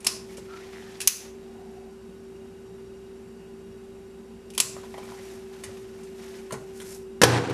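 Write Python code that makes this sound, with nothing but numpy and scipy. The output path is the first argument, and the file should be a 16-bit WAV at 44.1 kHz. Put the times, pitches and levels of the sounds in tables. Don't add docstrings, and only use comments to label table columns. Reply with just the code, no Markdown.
import sys
import numpy as np
from scipy import signal
from scipy.fft import rfft, irfft
from scipy.io import wavfile

SR = 44100
rng = np.random.default_rng(int(sys.argv[2]) if len(sys.argv) > 2 else 0)


def output_pcm(signal):
    pcm = np.clip(np.atleast_2d(signal).T, -1, 1) * 32767
    wavfile.write(sys.argv[1], SR, np.round(pcm).astype(np.int16))


N = 332073
T = np.arange(N) / SR


def amp(db):
    return 10 ** (np.asarray(db) / 20)


def rms_one(x):
    return x / np.sqrt(np.mean(x ** 2) + 1e-20)


def coloured(spectrum):
    hz, points = np.arange(N // 2 + 1) * SR / N + 1, np.array(spectrum)
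    shape = amp(np.interp(np.log(hz), np.log(points[:, 0]), points[:, 1], -90, -90))
    return rms_one(irfft(rfft(rng.standard_normal(N)) * shape, N))


def drift(rate_hz):
    r = np.exp(-2 * np.pi * rate_hz / SR)
    return rms_one(signal.lfilter([1], [1, -2 * r, r * r], rng.standard_normal(N + SR))[SR:])


def ring(x, hz, t60):
    r, w = amp(-60 / (t60 * SR)), 2 * np.pi * hz / SR
    return signal.lfilter([0, np.sin(w)], [1, -2 * r * np.cos(w), r * r], x + 1e-18)


def lift(x, hz, db, q=9.3):
    r = np.exp(-np.pi * hz / q / SR)
    poles = [1, -2 * r * np.cos(2 * np.pi * hz / SR), r * r]
    band = signal.lfilter([(1 - r * r) / 2, 0, (r * r - 1) / 2], poles, x)
    return x + (amp(db) - 1) * band


def add(out, s, sound):
    i = round(s * SR)
    out[i:i + len(sound)] += sound[:N - i]


def fan():
    # time in seconds, pitch in Hz, level in dB.
    blade_tone = [(0.0, 388, -52), (0.1, 383.4, -43.5), (4.52, 386.6, -46.5), (4.58, 383.2, -43.5),
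                  (7.15, 383.5, -42)]
    # pitch in Hz, level in dB, signed depth of waver in dB.
    hum_tones = [(60.5, -57.5, -0.5), (231, -53.5, 1)]
    # centre in Hz, width in Hz, level in dB.
    hum_bands = [(92.2, 7.3, -74), (119.3, 4.2, -63.5), (187.7, 14, -59), (223.3, 12, -58.5),
                 (568, 7.1, -71.5), (796, 30, -70.5), (1004, 12, -74.5), (1470, 37, -73.5), (2600, 25, -77),
                 (2834, 41, -73.5), (3800, 40, -78), (4680, 55, -80), (5620, 35, -78.5), (7470, 120, -78)]
    # frequency in Hz, relative level in dB.
    air_eq = [(20, -29), (30, 5.5), (50, -9.5), (110, -1.5), (140, -25), (170, 1.5), (250, -1),
              (305, -10.5), (340, -2), (450, -4), (500, -12), (570, -11.5), (610, -35.5), (640, -14),
              (1000, -26)]
    s, hz, db = np.transpose(blade_tone)
    phase = 2 * np.pi * np.cumsum(np.interp(T, s, hz)) / SR + 0.24 * drift(17)
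    out = np.sqrt(2) * amp(np.interp(T, s, db) + .8 * drift(3.8)) * np.sin(phase)
    for hz, db, waver_db in hum_tones:
        gain = np.sqrt(2) * amp(db + waver_db * drift(3.3))
        out += gain * np.sin(2 * np.pi * hz * T + 0.092 * waver_db * drift(5))
    white = rng.standard_normal(N + SR)
    for hz, width, db in hum_bands:
        t60 = np.log(1000) / (np.pi * width)
        out += amp(db) * rms_one(ring(ring(white, hz, t60), hz, t60)[SR:])
    return out + amp(-50.5) * coloured(air_eq)


def camera_noise(buzz_hz=299.7):
    # frequency in Hz, relative level in dB.
    hiss_eq = [(470, -12), (800, -1), (1180, -3.5), (1500, -5.5), (2050, -8.5), (2770, -10), (3560, -14),
               (9330, -17.5), (13600, -24), (16000, -53)]
    buzz = sum(np.sin(2 * np.pi * k * buzz_hz * T + rng.uniform(0, 1)) * amp(rng.normal(0, 1.4))
               for k in range(15, 40))
    return amp(-60.5) * coloured(hiss_eq) + amp(-75) * rms_one(buzz)


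def rustle(rise_s=0.058, fall_db_per_s=220):
    # start in seconds, length in seconds, dull rub in dB, bright rub in dB.
    strokes = [(0, 0.065, -49.5, -64), (0.087, 1.15, -60.5, -65.5), (0.257, 0.079, -54, -58),
               (0.466, 0.2, -52, -67), (0.664, 0.6, -53.5, -66), (1.202, 0.62, -66, -75),
               (4.696, 2.2, -60, -65.5), (4.722, 0.29, -57, -62.5), (4.997, 0.36, -52.5, -58),
               (5.485, 0.32, -56, -63), (5.95, 0.066, -65.5, -65.5), (6.147, 0.25, -52, -59),
               (6.718, .08, -60, -55.5), (6.82, 0.13, -53.5, -48)]
    # frequency in Hz, relative level in dB.
    dull_eq = [(260, -8.5), (450, -11), (559, -5), (610, -19), (679, -4.5), (1170, -13.5), (1780, -9.5),
               (6000, -18.5), (7800, -27), (13200, -120)]
    bright_eq = [(2500, -29.5), (4000, -11), (5500, -2.5), (8000, -3.5), (12000, -6), (14000, -17.5),
                 (15500, -24.5)]
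    start, length, dull_db, bright_db = np.transpose(strokes)[:, :, None]
    t = T[::100]
    swell = np.clip((t - start) / rise_s, 0, 1)
    envelopes = swell * amp(-fall_db_per_s * np.maximum(t - start - length, 0))
    dull = amp(2.0 * drift(52)) * coloured(dull_eq)
    bright = amp(1.5 * drift(79.6)) * coloured(bright_eq)
    out = np.zeros(N)
    for rub, stroke_db, resting_db in (dull, dull_db, -70.5), (bright, bright_db, -78):
        power = amp(2 * resting_db) + ((amp(stroke_db) * envelopes) ** 2).sum(axis=0)
        out += np.interp(T, t, np.sqrt(power)) * rub
    return out


def lighter():
    # peak time in seconds, level in dB, rattle t60 in seconds, rise in seconds,
    # the snap's own ring in Hz, low-cut bypass in dB, high-cut bypass in dB.
    trigger = [(.005, -54, .024, .0012, 9370, -12, -9), (.028, -63, .04, .0022, 2400, -12, -10),
               (0.0463, -38.5, .03, 0.0011, 7600, 6, -11.5),
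               (0.0686, -20.5, .03, 0.0044, 5200, -3.5, -16.5), (.9705, -60, .03, .001, 4700, 4, -13),
               (1.004, -36, 0.047, 0.0011, 2600, -30, -11),
               (1.014, -36.5, 0.091, 0.00089, 1600, -12.5, -10.5),
               (1.028, -47, .029, 0.0018, 3700, -16.5, -11.5), (1.075, -8.5, .007, 0.0019, 6200, -16, 5),
               (4.503, -52.5, 0.024, .001, 3300, -15, -9), (4.537, -54.5, .04, 0.0016, 2500, -6, -11),
               (4.548, -51, 0.12, .0013, 2500, -7, -4), (4.5787, -25.5, 0.027, 0.001, 3300, 0.5, -11.5),
               (4.6024, -16, 0.015, 0.0043, 7600, -6, -6.5)]
    # centre in Hz, lift in dB.
    body_peaks = [(650, 7), (1050, 10), (2600, 7), (3500, -0.5), (5300, 1), (7600, 0.5), (10400, 9),
                  (13000, 1)]
    snaps, send, age = np.zeros(N), np.zeros(N), T[:SR // 4]
    low_cut, high_cut = signal.butter(2, 2300, "high", fs=SR), signal.butter(2, 9000, fs=SR)
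    for s, db, t60, rise, ring_hz, low_db, top_db in trigger:
        decay = amp(-60 * np.maximum(age - rise, 0) / t60)
        crack = 1 + 2.67 * np.exp(-np.abs(age - rise) / 0.00082)
        envelope = np.minimum(age / rise, 1) ** 2 * decay * crack
        pair = np.array([envelope * rng.standard_normal(len(age)), age == 0]) + 1e-18
        pair = signal.lfilter(*low_cut, pair) + amp(low_db) * pair
        pair = signal.lfilter(*high_cut, pair) + amp(top_db) * pair
        for hz, lift_db in body_peaks + [(ring_hz, 8)]:
            pair = lift(pair, hz, lift_db)
        burst, click = pair
        snap = amp(db) * rms_one(burst) * np.sqrt(np.mean(envelope ** 2))
        add(snaps, s - rise, snap)
        add(send, s, rms_one(click) * snap.std())
    return snaps, send


def bumps(rise_s=0.014):
    # start in seconds, level in dB, pitch in Hz, t60 in seconds.
    hits = [(.11, -41.5, 108, 0.23), (4.643, -29, 113, 0.082), (5.671, -31, 98, 0.11),
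            (6.516, -35, 118, 0.16), (6.529, -46, 330, 0.063), (7.5, -24, 119, 0.27)]
    out, age = np.zeros(N), T[:SR // 4]
    for s, db, hz, t60 in hits:
        envelope = amp(db - 60 * age / t60) * np.minimum(age / rise_s, 1)
        add(out, s, envelope * np.sin(2 * np.pi * hz * age))
    return out


def knocks():
    # time in seconds, peak of the ring in dB, pitch in Hz, peak of the tick in dB.
    hits = [(.371, -44, 2540, -38.5), (.383, -31, 560, -59), (4.767, -30.5, 744, -58),
            (4.835, -37.5, 990, -57), (4.943, -28, 770, -60.5), (4.98, -32.5, 860, -42),
            (5.032, -37, 900, -57), (5.09, -39.5, 1500, -54), (5.121, -32.5, 870, -53),
            (5.638, -34.5, 2140, -31.5), (5.69, -41, 530, -55), (5.772, -39, 2300, -56),
            (5.99, -43.5, 880, -55), (6.034, -52, 900, -46.5), (6.509, -28.5, 1140, -38.5),
            (6.524, -25, 580, -29.5), (6.542, -27, 834, -44), (6.803, -29.5, 3380, -50),
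            (6.816, -40.5, 1920, -37.5), (7.499, -26.5, 3320, -45)]
    out, age = np.zeros(N), T[:SR // 4]
    tick_band = signal.butter(3, [4000, 10000], "band", fs=SR, output="sos")
    for s, db, hz, tick_db in hits:
        t60 = 0.056 * amp(.55 * (tick_db - db))
        burst = rng.standard_normal(len(age)) * amp(-60 * age / t60)
        burst[0] = 4.0
        body = ring(burst, hz, 8.5 / hz) + .5 * ring(burst, 1.43 * hz, 2.4 / hz)
        body += 0.21 * ring(burst, 2.44 * hz, 6.5 / hz)
        tick = signal.sosfilt(tick_band, burst)
        knock = amp(db) * body / np.abs(body).max() + amp(tick_db) * tick / np.abs(tick).max()
        add(out, s - .001, knock)
    return out


def creaks_and_whistle():
    # start and end in seconds, pulses per second, resonance in Hz, width in Hz, level in dB.
    tones = [(0.471, 0.614, 396, 1350, 59, -47), (0.601, 0.668, 300, 2030, 80, -54.5),
             (0.715, 0.842, 95, 1930, 350, -50.5), (0.846, 0.91, 240, 1740, 100, -55),
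             (1.344, 2.012, 910, 736, 90, -56.5), (5.172, 5.212, 200, 1970, 150, -52)]
    out = np.zeros(N)
    for start, end, per_s, hz, width, db in tones:
        size = round((end - start) * SR)
        pulse_count = np.cumsum(per_s * (1 + 0.26 * drift(40)[:size])) / SR
        pulses = np.diff(np.floor(pulse_count), prepend=0) * amp(rng.normal(0, 1.9, size))
        tone = rms_one(ring(pulses, hz, t60=np.log(1000) / (np.pi * width)))
        add(out, start, amp(db) * np.hanning(size) ** .5 * tone)
    return out


def door():
    # time in seconds, clatter in dB, its t60 in seconds, push in dB.
    contacts = [(7.216, -3.5, 0.043, -21), (7.2213, -21, 0.026, -21.5), (7.2339, 5.5, 0.027, -4.5),
                (7.236, 10, 0.025, -11.5)]
    # frequency in Hz, relative level in dB.
    clatter_eq = [(120, -32), (200, -10.5), (437, -3), (1190, -13), (1650, -3), (2210, -13), (5800, -13),
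                  (12900, -25), (15500, -50)]
    # pitch in Hz, gain on the push in dB, t60 in seconds.
    case_modes = [(76.4, -20, .25), (90, -6.5, 0.39), (178.5, -19, 0.21), (204, -15, 0.38),
                  (277.3, -5, 0.3), (342.2, -16, 0.39), (419, 7, 0.073), (482, 2.5, 0.079), (702, -2, 0.15),
                  (770, 0.5, 0.07), (972, -3.5, 0.081), (1500, -23, 0.055), (1717, -1.5, 0.1),
                  (1940, -18, 0.05), (2250, -9, 0.067), (2684, -13, 0.38), (2614, 2.5, .025)]
    envelope = np.zeros(N)
    for s, db, t60, _ in contacts:
        age = np.maximum(T - s, 0)
        envelope += (1 - np.exp(-age / 0.001)) * amp(db - 60 * age / t60)
    slam = envelope * coloured(clatter_eq)
    times, _, _, push_db = np.transpose(contacts)
    at = [round(s * SR) for s in times]
    for hz, db, t60 in case_modes:
        push = np.zeros(N)
        push[at] = amp(push_db + db + rng.normal(0, 2.0, len(at)))
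        slam += ring(push, hz, t60)
    low_cut = signal.butter(2, 80, "high", fs=SR, output="sos")
    return signal.sosfilt(low_cut, slam), panel_shake(start_s=times[2])


def panel_shake(start_s, settle_s=7.37, panel_hz=119.2):
    # frequency in Hz, relative level in dB.
    rattle_eq = [(88, -32), (150, -1), (238, -16), (278, 0), (601, -13), (790, -4.5), (1190, -12.5),
                 (1600, -12.5), (9000, -33), (11700, -45), (19800, -120)]
    sag_db = 56 * np.maximum(T - start_s, 0)
    settling = np.maximum(T - settle_s, 0)
    hum_gain = amp(-6 - sag_db - 300 * settling) + amp(-41)
    rattle_gain = amp(-7.5 - sag_db - 176 * settling) + amp(-37.5)
    swing = np.sin(2 * np.pi * panel_hz * T)
    rattle = (1 + 0.12 * swing) * amp(2.0 * drift(44)) * coloured(rattle_eq)
    attack = np.clip((T - start_s) / 0.0089, 0, 1)
    return attack * (np.sqrt(2) * hum_gain * swing + rattle_gain * rattle)


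def kitchen_echo(send):
    # octave centre in Hz, room t60 in seconds and level in dB, then the same for the cavity.
    octaves = [(180, .6, -13.5, .15, -21), (360, 0.65, -20, 0.05, -16.5), (796, 0.5, -24.5, 0.037, -12.5),
               (1360, 0.39, -21.5, 0.19, -18), (2760, 0.39, -26, 0.073, -12),
               (5600, 0.33, -18.5, 0.028, -6.5), (11010, 0.28, -20, 0.037, -7)]
    age, tail = T[:SR // 2], 0
    for hz, room_t60, room_db, cavity_t60, cavity_db in octaves:
        band = signal.butter(2, [hz / np.sqrt(2), hz * np.sqrt(2)], "band", fs=SR, output="sos")
        decay = amp(room_db - 60 * age / room_t60) + amp(cavity_db - 60 * age / cavity_t60)
        tail = tail + decay * signal.sosfilt(band, rng.standard_normal(len(age)))
    return signal.fftconvolve(send, tail * np.minimum(age / 0.0015, 1))[:N]


def scene():
    snaps, snap_send = lighter()
    slam, shake = door()
    taps = bumps() + knocks()
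    echoes = kitchen_echo(amp(-12) * snap_send + amp(-13.5) * taps + amp(-15) * slam)
    action = snaps + taps + slam + shake + echoes + creaks_and_whistle() + rustle()
    return (action + fan() + camera_noise())[None]


def record(dry):
    threshold_db, attack_s, ceiling, cutoff_hz = -14, 0.0049, .7, 16300
    dry = signal.sosfilt(signal.butter(2, 55, "high", fs=SR, output="sos"), dry)
    over_db = np.maximum(20 * np.log10(np.abs(dry) + 1e-9) - threshold_db, 0)
    release = 110 * T
    held_db = np.maximum.accumulate(over_db + release, axis=1) - release
    r = np.exp(-1 / (attack_s * SR))
    ducked = dry * amp(-.6 * signal.lfilter([1 - r], [1, -r], held_db))
    clipped = ducked / (1 + np.abs(ducked / ceiling) ** 6) ** (1 / 6)
    return signal.sosfilt(signal.cheby2(12, 70, cutoff_hz, fs=SR, output="sos"), clipped)


dry = scene()
out = record(dry)
output_pcm(out)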